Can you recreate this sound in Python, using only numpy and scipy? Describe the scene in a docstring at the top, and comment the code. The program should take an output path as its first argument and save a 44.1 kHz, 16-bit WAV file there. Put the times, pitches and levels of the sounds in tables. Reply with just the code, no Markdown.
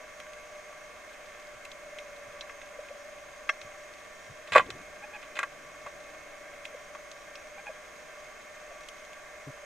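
"""A kelp reef under the sea, heard from a camera drifting in a watertight case.
The wash of the sea is noise that rings the case; the electronics hum and whine as wavering tones.
Shrimp snaps are short bursts of noise. The hand on the case taps, knocks and scrapes as noise bursts
that ring the case, and squeaks as short stacks of harmonics. Water sloshes, bumps and churns as low noise.
"""
import sys
import numpy as np
from scipy import signal
from scipy.fft import rfft, irfft, next_fast_len
from scipy.io import wavfile
from scipy.ndimage import uniform_filter1d

SR = 44100
rng = np.random.default_rng(int(sys.argv[2]) if len(sys.argv) > 2 else 0)


def store_wav(level_fs):
    """Save 16-bit WAV to argv[1]."""
    pcm = np.round(np.clip(np.atleast_2d(level_fs), -1, 1) * 32767)
    wavfile.write(sys.argv[1], SR, pcm.T.astype(np.int16))


N = 425565  # length in samples


def amp(db):
    """Turns decibels into a gain."""
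    return 10 ** (np.asarray(db) / 20)


def unit(x):
    """Scales a sound to rms 1."""
    return x / np.sqrt(np.mean(x ** 2) + 1e-20)


def clock():
    """Time of every sample in seconds."""
    return np.arange(N) / SR


def read(points, hz):
    """Reads a curve of (f/Hz, level/dB) points, joined by lines on a log-frequency axis."""
    f, db = np.transpose(points)
    return np.interp(np.log(hz + 1), np.log(f + 1), db)


def add(mix, s, sound):
    """Mixes a sound in at time s."""
    part = mix[..., max(round(s * SR), 0):][..., :sound.shape[-1]]
    part += sound[..., :part.shape[-1]]


def bins(size=8192):
    """Frequencies in Hz on which filters are drawn."""
    return np.fft.rfftfreq(size, 1 / SR)


def colour(x, db):
    """Filters with the gain db(bins), never ahead of time: its peaks ring after the blow."""
    mirrored = np.concatenate([db, db[-2:0:-1]])
    log_gain = np.log(amp(mirrored))
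    response = np.exp(np.conj(signal.hilbert(log_gain)))  # minimum phase
    taps = np.fft.ifft(response).real[:len(db)]
    return signal.oaconvolve(np.atleast_2d(x), taps[None], axes=1)


def wander(rate_hz):
    """A random line of rms 1 that heads for a new value rate_hz times a second."""
    knots = rng.standard_normal(400)
    return unit(np.interp(clock() * rate_hz, np.arange(len(knots)), knots))


def dying(start_s, rise_s, fade_db_per_s):
    """An envelope that rises from start_s on while fading by a steady number of dB a second."""
    age = np.maximum(clock() - start_s, 0)
    return np.minimum(age / rise_s, 1) * amp(-fade_db_per_s * age)


def ports(mid, side, apart):
    """Left and right: the two microphones differ by the side noise, coloured by the curve apart."""
    side = colour(side, read(apart, bins()))[0, :len(mid)]
    return np.array([mid + side, mid - side])


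def low_noise(hz, octaves, window, apart=0.1):
    """Noise in a band around hz, under a window, nearly alike at both microphones; shared part has rms 1."""
    size = next_fast_len(len(window) + SR)
    distance = np.log2((bins(size=size) + 1) / hz) / octaves
    band = np.exp(-.5 * distance ** 2)
    noise = irfft(rfft(rng.standard_normal((2, size))) * band)
    mid, side = noise[:, :len(window)] * window
    return unit(mid) + np.array([[apart], [-apart]]) * unit(side)


def rattle(seconds, size=4096, count=3):
    """A quickly rising, dying burst of noise that holds all frequencies about equally."""
    t = np.arange(size) / SR
    fade = (1 - np.exp(-t / .0007)) * np.exp(-t / max(seconds, .0002))
    burst = rng.standard_normal((2, size)) * fade
    for _ in range(count):  # even out the spectrum, then restore the fade
        even = irfft(np.exp(1j * np.angle(rfft(burst))))
        loudness = np.sqrt(abs(uniform_filter1d(even ** 2, size=90)) + 1e-12)
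        burst = fade * even / loudness
    return burst


def strike(db, seconds, shape_db, apart):
    """A burst coloured by shape_db; its shared part has the energy of 10 ms at level db."""
    mid, side = colour(rattle(seconds), shape_db)
    gain = amp(db) * np.sqrt(SR / 100 / np.sum(mid ** 2))
    return gain * ports(mid, side, apart)


def contact_db(centre_hz, treble_db, below, above, treble):
    """A hump of force around centre_hz with slopes in dB an octave, plus a thin crack of treble."""
    octaves = np.log2((bins() + 10) / centre_hz)
    hump = 1 / (amp(-below * octaves) + amp(above * octaves))
    return 20 * np.log10(2 * hump + amp(treble_db + read(treble, bins())))


# how firmly the hand clamps the case: (t/s, grip 0-1)
HAND_GRIP = [(3.7, 0), (4.4, 1), (5.5, 1), (6, 0)]


def grip_at(s):
    """How firmly the case is held at time s."""
    return np.interp(s, *np.transpose(HAND_GRIP))


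# resonances of the case, before each sound scales them:
# (f/Hz, width/Hz, lift level/dB when held loosely, lift level/dB when gripped)
CASE_RESONANCES = [(500, 140, 5.5, 11.5), (621.5, 52, 15, 7.5), (743, 69, 2, 1.5), (896, 15, 0.5, 6),
                   (1035, 35, 1.5, 8), (1135.5, 111, 12.5, 15.5), (1402, 99, 3, 8.5), (1611, 84, 10, 14),
                   (1797, 50, 6, 2), (1950, 86, 0, 9.5), (2104, 178, 12.5, 10.5), (2496, 170, 8.5, 13),
                   (2674, 160, 10, 5), (3050, 40, -5, 10), (3276, 130, 11.5, 2.5), (3520, 130, -3, 9),
                   (3950, 180, 2, 8.5), (5690, 80, 24, 11.5), (6650, 560, 9, 9), (7550, 450, 0.5, 6.5)]


def case_db(grip):
    """Lift of the case's resonances at every frequency; a firm grip favours other ones."""
    total = 0
    for hz, width, free_db, held_db in CASE_RESONANCES:
        lift = free_db + grip * (held_db - free_db)
        total = total + lift / (1 + (2 * (bins() - hz) / width) ** 2)
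    return total


# relative spectrum of the wash before the case colours it: (f/Hz, level/dB per Hz)
SEA_SPECTRUM = [(10, 6.5), (35, 2), (70, -1.5), (190, -26), (400, -7.5), (550, -2), (780, 3), (880, -13.5),
                (1050, -5), (1500, 1), (2400, -4.5), (3000, -23), (4500, -23), (9000, -28)]
SEA_DB = -51


def sea(ringing=0.98, swell_db=.5, grain_db=2.5):
    """Countless far crackles merge into a gently swelling wash that rings the case."""
    sizes = np.minimum(rng.exponential(1, N), 5)
    crackle = rng.standard_normal(N) * amp(grain_db * sizes)
    shape = read(SEA_SPECTRUM, bins()) + ringing * case_db(grip=0)
    wash = colour(crackle, shape)[:, :N]
    return amp(SEA_DB + swell_db * wander(5)) * unit(wash)


# relative spectrum of the hiss that differs between the two microphones: (f/Hz, level/dB per Hz)
HISS_SPECTRUM = [(20, 3), (120, -2), (350, 2.5), (750, 4.5), (900, -1), (1050, 5.5), (1200, 1.5),
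                 (2000, -2.5), (3700, -5.5), (5000, -12), (7000, -9), (10500, -19), (15000, -75)]
HISS_DB, TOP_DB = -53.5, -72.5


def hiss():
    """Each microphone adds its own noise; a faint high hiss is the same in both."""
    own = colour(rng.standard_normal((2, N)), read(HISS_SPECTRUM, bins()))[:, :N]
    high = [(3000, -15), (9000, -2), (11500, 1.5), (15000, -3)]
    top = colour(rng.standard_normal(N), read(high, bins()))[:, :N]
    return amp(HISS_DB) * unit(own) + amp(TOP_DB) * unit(top)


def tone(hz, db, apart, waver_db=2.0, drift=0.88, waver_hz=5):
    """A tone wavering in level and phase (drift, radians), out of step at the microphones by +-apart."""
    phase = 2 * np.pi * (hz * clock() + rng.random()) + drift * wander(waver_hz)
    level = np.sqrt(2) * amp(db + waver_db * wander(waver_hz))
    return level * np.sin(phase + np.array([[apart], [-apart]]))


DRONE_HZ, DRONE_DB = 575.7, -59.5
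BEAT_DB, BEAT_S, BEAT_DIP_S = 5, 3.93, .4  # swing either way, period, time of the first dip


def drone():
    """A low tone of the electronics swells and fades in a slow, even beat."""
    beat = np.cos(2 * np.pi * (clock() - BEAT_DIP_S) / BEAT_S)
    return tone(DRONE_HZ, DRONE_DB - BEAT_DB * beat, apart=0.22)


# main tone of the hum, level before it flutters: (f/Hz, level/dB rms)
FLUTTER_TONE = (600, -56.5)
# steady tones of the hum, level before they waver: (f/Hz, level/dB rms)
HUM_TONES = [(475, -71), (1006, -69), (1150, -63), (1803, -64), (1822, -70), (1954, -73), (2182, -62),
             (2277, -71), (2374, -72), (2638, -72), (3093, -73), (3286, -75)]


def hum():
    """The electronics hum on many tones; the main one flutters faster than the rest."""
    out = tone(*FLUTTER_TONE, apart=.05, waver_db=3.0, drift=0.83, waver_hz=16)
    for hz, db in HUM_TONES:
        out += tone(hz, db, apart=0.089)
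    return out


# high steady tones of the electronics, level before they waver: (f/Hz, level/dB rms)
WHINE_TONES = [(3741, -81), (4502, -81), (4886, -81), (5098, -80), (5398, -77), (5696, -75), (5741, -82),
               (6216, -82), (6372, -77), (6391, -69), (6566, -80), (6600, -77), (6675, -79), (6716, -74),
               (7740, -78), (7962, -84), (8338, -86)]


def whine():
    """The electronics whine on high tones, each leading at one microphone or the other by chance."""
    return sum(tone(hz, db, apart=0.17 * rng.choice([-1, 1])) for hz, db in WHINE_TONES)


# relative strength of the faint sidebands around the whine: (f/Hz, level/dB)
HAZE_SPECTRUM = [(3000, -27), (4300, -39), (4900, 13), (5300, 4), (6100, -5), (6350, 16.5), (6750, 10),
                 (7100, -21), (8700, 7), (9300, -16), (11000, -10)]
HAZE_DB, HAZE_UNEVEN_DB = -68, 5
FRAME_HZ = 25  # the camera's frame rate


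def haze():
    """A haze of faint, steady sidebands spaced by the camera's frame rate."""
    hz = np.arange(3000, 11000, FRAME_HZ)
    level = amp(read(HAZE_SPECTRUM, hz) + HAZE_UNEVEN_DB * rng.standard_normal(len(hz)))
    # partly different phases at the two microphones
    phase = 2 * np.pi * rng.random(len(hz)) + 0.64 * rng.standard_normal((2, len(hz)))
    lines = np.zeros((2, N // 2 + 1), complex)
    lines[:, np.round(hz * N / SR).astype(int)] = level * np.exp(1j * phase)
    return amp(HAZE_DB) * unit(irfft(lines, N))


# near shrimp snaps: (t/s, level/dB over 10 ms of the ring, centre f/Hz, treble level/dB)
NEAR_SNAPS = [(.200, -44.5, 2600, -19), (.332, -50, 2570, -21), (1.651, -45, 3000, -7),
              (1.7155, -48, 4100, -27), (1.9852, -42, 2700, -26), (2.4085, -40.5, 3530, -40),
              (2.615, -45.5, 2400, -27), (2.885, -48.5, 2590, -32), (3.6135, -46, 3400, -24),
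              (6.652, -38.5, 2630, -21), (7.114, -48, 4200, -25), (7.354, -47, 3660, -32),
              (8.8865, -46, 4740, -6)]
FAR_SNAPS_PER_S, FAR_DB, FAR_SPREAD_DB = 14, -64, 2.5
SNAP_RING_S, SNAP_CRACK_S, SNAP_CRACK_DB = 0.0048, 0.00018, -4


def snaps(ragged_db=3.5):
    """Shrimp snaps, each a crack and a short ring: near ones over a random crackle from the reef."""
    out = np.zeros((2, N))
    crack = [(300, -30), (3000, 10.5), (6000, 1), (8000, 5.5), (11500, -5.0), (15000, -18)]
    apart = [(1500, -24), (4000, -2.5), (8000, -6), (12000, -24)]
    when, size, pitch, edge = rng.random((round(FAR_SNAPS_PER_S * N / SR), 4)).T
    far_level = FAR_DB - FAR_SPREAD_DB * np.log(size + 0.0083)
    far = np.transpose([when * N / SR, far_level, 2200 * 2 ** (1.2 * pitch), -24 + 16 * edge])
    knots = np.arange(0, SR / 2, 450)
    case, crack_shape = 0.81 * case_db(grip=1 / 2), read(crack, bins())
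    for s, db, hz, treble_db in list(NEAR_SNAPS) + list(far):
        # each path over the rocks favours other bands
        ragged = np.interp(bins(), knots, rng.standard_normal(len(knots)))
        force = contact_db(hz, treble_db - 0.5, below=16.7, above=25, treble=crack)
        add(out, s, strike(db, SNAP_RING_S, force + case + ragged_db * ragged, apart))
        add(out, s, strike(db + treble_db + SNAP_CRACK_DB, SNAP_CRACK_S, crack_shape, apart))
    return out


# a higher contact is shorter and cracks more; rattle and crack values hold at CONTACT_HZ
CONTACT_HZ = 1500
RATTLE_S, RATTLE_HALVINGS_PER_OCTAVE = 0.00527, 0.12
CRACK_DB, CRACK_DB_PER_OCTAVE = -29.5, 7.5
FREE_RINGING = 0.16  # extra share of ringing when held loosely


def contact(s, db, hz, seconds, crack_db):
    """One touch of the case: a brief rattle that rings its resonances."""
    crack = [(100, 1.0), (1500, 16.0), (5000, 2), (6000, -21), (7300, 1.5), (9500, -3.5), (15000, -22)]
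    apart = [(200, -42), (700, -15), (1300, -11), (2300, -16), (4300, -3), (8000, -4), (12000, -33)]
    grip, octaves = grip_at(s), np.log2(hz / CONTACT_HZ)
    ring = (1 + FREE_RINGING * (1 - grip)) * case_db(grip)
    treble_db = crack_db + CRACK_DB_PER_OCTAVE * octaves
    force = contact_db(hz, treble_db, below=21.0, above=19.4, treble=crack)
    return strike(db, seconds / 2 ** (RATTLE_HALVINGS_PER_OCTAVE * octaves), force + ring, apart)


TAPS_PER_S, TAP_DB, TAP_SPREAD_DB, TAP_HZ, TAP_OCTAVES = 3, -48, 10, 1300, .7


def taps():
    """Light taps of shifting fingers touch the case at random."""
    out = np.zeros((2, N))
    for when, weak, pitch in rng.random((round(TAPS_PER_S * N / SR), 3)):
        s = when * N / SR
        hz = TAP_HZ * 2 ** (TAP_OCTAVES * (pitch - .5))
        add(out, s, contact(s, TAP_DB - TAP_SPREAD_DB * weak, hz, RATTLE_S, CRACK_DB))
    return out


# dull pushes of water against the case: (t/s, level/dB rms)
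WATER_PUSHES = [(1.53, -66.5), (2.257, -63), (3.63, -59), (4.277, -54), (4.501, -53), (4.699, -54),
                (5.83, -65)]
SLOSH_S, SLOSH_HZ, SLOSH_OCTAVES = 0.0604, 108, .6


def sloshes():
    """Soft swells of low noise as water pushes on the case."""
    out = np.zeros((2, N))
    for s, db in WATER_PUSHES:
        add(out, s, amp(db) * low_noise(SLOSH_HZ, SLOSH_OCTAVES, np.hanning(round(SLOSH_S * SR))))
    return out


# knocks on the case: (t/s, level/dB over 10 ms without the thump, centre f/Hz)
CASE_KNOCKS = [(2.494, -41.5, 1490), (3.4908, -24.5, 1670), (3.4937, -24, 1380), (4.55, -20.5, 1480),
               (4.5565, -14.5, 760), (4.5616, -15, 1440), (4.572, -19.5, 1510), (4.5797, -17.5, 1890),
               (4.5942, -21, 1050), (4.7027, -38.5, 3520), (5.3892, -27, 1730), (5.39, -40.5, 6800),
               (5.4298, -27.5, 1480), (5.432, -49, 7060), (6.949, -41, 1110)]
# the gripping hand adds a thump that grows faster than the blow and equals it at THUMP_EVEN_DB
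THUMP_HZ, THUMP_S, THUMP_EVEN_DB, THUMP_GROWTH = 674, 0.00438, -8.5, 0.56


def knocks():
    """Blows rattle briefly and ring the case; a gripping hand adds a low thump."""
    out = np.zeros((2, N))
    for s, db, hz in CASE_KNOCKS:
        add(out, s, contact(s, db, hz, RATTLE_S, CRACK_DB))
        thump_db = db + THUMP_GROWTH * (db - THUMP_EVEN_DB)
        add(out, s, grip_at(s) * contact(s, thump_db, THUMP_HZ, THUMP_S, CRACK_DB))
    return out


# short hollow bumps: (t/s, level/dB rms, centre f/Hz)
HOLLOW_BUMPS = [(2.779, -43, 556), (2.898, -46.5, 570), (4.679, -46.5, 390), (6.735, -46.5, 550),
                (7.688, -42, 588), (8.705, -47.5, 610)]
BUMP_S, BUMP_OCTAVES = 0.026, 0.16


def bumps():
    """Short hollow bumps: narrow bands of noise that swell and fade smoothly."""
    out = np.zeros((2, N))
    for s, db, hz in HOLLOW_BUMPS:
        add(out, s, amp(db) * low_noise(hz, BUMP_OCTAVES, np.hanning(round(BUMP_S * SR))))
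    return out


# the hand scrapes over the case: (t/s, level/dB over 10 ms without the thump, centre f/Hz)
HAND_SCRAPES = [(4.473, -45, 2700), (4.5202, -27, 2240), (4.531, -29, 2900), (4.603, -36, 2100),
                (5.226, -44.5, 2300), (5.354, -41.5, 2900), (5.367, -34.5, 2000), (5.4, -36, 1500),
                (5.862, -36.5, 945)]
SCRAPE_S, SCRAPE_CRACK_DB, SCRAPE_THUMP_DB = 0.015, -23, -10.5  # the thump is relative to the scrape


def scrapes():
    """The hand scrapes over the case: a longer rattle than a knock, with a softer thump beneath."""
    out = np.zeros((2, N))
    for s, db, hz in HAND_SCRAPES:
        add(out, s, contact(s, db, hz, SCRAPE_S, SCRAPE_CRACK_DB))
        add(out, s, contact(s, db + SCRAPE_THUMP_DB, THUMP_HZ, SCRAPE_S, CRACK_DB))
    return out


CHURN_START_S, CHURN_RISE_S, CHURN_LUMPS_PER_S, CHURN_LUMPY_DB = 4.55, .015, 30, 2.8
CHURN_DB, CHURN_FADE_DB_PER_S, CHURN_HZ, CHURN_OCTAVES = -43.5, 57, 115, 1.8
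WAKE_DB, WAKE_FADE_DB_PER_S, WAKE_HZ, WAKE_OCTAVES = -64.5, 5, 290, 0.54


def churn():
    """Water stirred at the hardest knocks rumbles in lumps and settles, leaving a faint wake."""
    rumble = amp(CHURN_DB) * low_noise(CHURN_HZ, CHURN_OCTAVES, np.ones(N))
    rumble *= dying(CHURN_START_S, CHURN_RISE_S, CHURN_FADE_DB_PER_S)
    wake = amp(WAKE_DB) * low_noise(WAKE_HZ, WAKE_OCTAVES, np.ones(N))
    wake *= dying(CHURN_START_S, CHURN_RISE_S, WAKE_FADE_DB_PER_S)
    return (rumble + wake) * amp(CHURN_LUMPY_DB * wander(CHURN_LUMPS_PER_S))


# fingers slipping on the case:
# (t/s, length t/s, level/dB rms, start f/Hz, end f/Hz, fall level/dB per harmonic)
FINGER_SQUEAKS = [(5.018, 0.043, -46, 827, 840, 6), (5.128, 0.049, -44.5, 833, 830, 3),
                  (7.574, 0.033, -47, 788, 816, 5.5), (7.657, 0.039, -43, 824, 820, 4),
                  (9.462, 0.051, -44.5, 147, 125, 13)]
# strength of each harmonic in turn, before the fall: (level/dB)
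HARMONIC_LEVELS = [-2.5, 1, 8, -7, -16]


def squeaks(jitter=0.026, rough=0.34):
    """Stick and slip of a finger: a short stack of harmonics, unsteady in pitch and strength."""
    out = np.zeros(N)
    for s, seconds, db, start_hz, end_hz, fall_db in FINGER_SQUEAKS:
        n = round(seconds * SR)
        smooth = unit(uniform_filter1d(rng.standard_normal((2, SR)), size=110))
        unsteady, strength = smooth[:, :n]
        turns = np.cumsum(np.linspace(start_hz, end_hz, n) * (1 + jitter * unsteady)) / SR
        stack = np.zeros(n)
        for k, h in enumerate(HARMONIC_LEVELS):
            stack += amp(h - fall_db * k) * np.sin(2 * np.pi * (k + 1) * turns)
        add(out, s, amp(db) * unit(stack * (1 + rough * strength) * signal.windows.tukey(n, .6)))
    return out


BUZZ_START_S, BUZZ_RISE_S, BUZZ_FADE_DB_PER_S = 5.35, .1, 6
BUZZ_HZ, BUZZ_DB, BUZZ_OCTAVE_DB = 150, -71, -68  # levels before the fade


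def buzz():
    """A low buzz, a tone and its octave, comes up quickly and dies away slowly."""
    pair = tone(BUZZ_HZ, BUZZ_DB, apart=0) + tone(2 * BUZZ_HZ, BUZZ_OCTAVE_DB, apart=0)
    return dying(BUZZ_START_S, BUZZ_RISE_S, BUZZ_FADE_DB_PER_S) * pair


def scene():
    """Everything that reaches the microphones inside the case."""
    steady = sea() + hiss() + drone() + hum() + whine() + haze()
    hand = taps() + knocks() + scrapes() + squeaks()
    water = sloshes() + bumps() + churn()
    return steady + snaps() + hand + water + buzz()


# left minus right sensitivity of the microphones: (f/Hz, level/dB)
MICROPHONE_TILT = [(60, 0.5), (370, 2.5), (690, -0.5), (1270, 0), (2330, -1.5), (4300, 0), (7900, -3.5),
                   (14500, 1.5)]
EDGE_HZ = 15050  # upper band limit


def record(dry, lag=0.15):
    """The microphones differ a little in colour, the left lags (radians) in the mids; then the band limit."""
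    hz = np.fft.rfftfreq(N, 1 / SR)
    angle = lag * np.interp(hz, [0, 2000, 4000, 9000], [0, 1, 1, 0])
    left = amp(read(MICROPHONE_TILT, hz) / 2) * np.exp(-.5j * angle)
    heard = irfft(rfft(dry) * np.array([left, 1 / left]), N)
    low_pass = signal.firwin(801, EDGE_HZ, window=("kaiser", 9), fs=SR)
    return signal.oaconvolve(heard, low_pass[None], "same")


dry = scene()
out = record(dry)
store_wav(out)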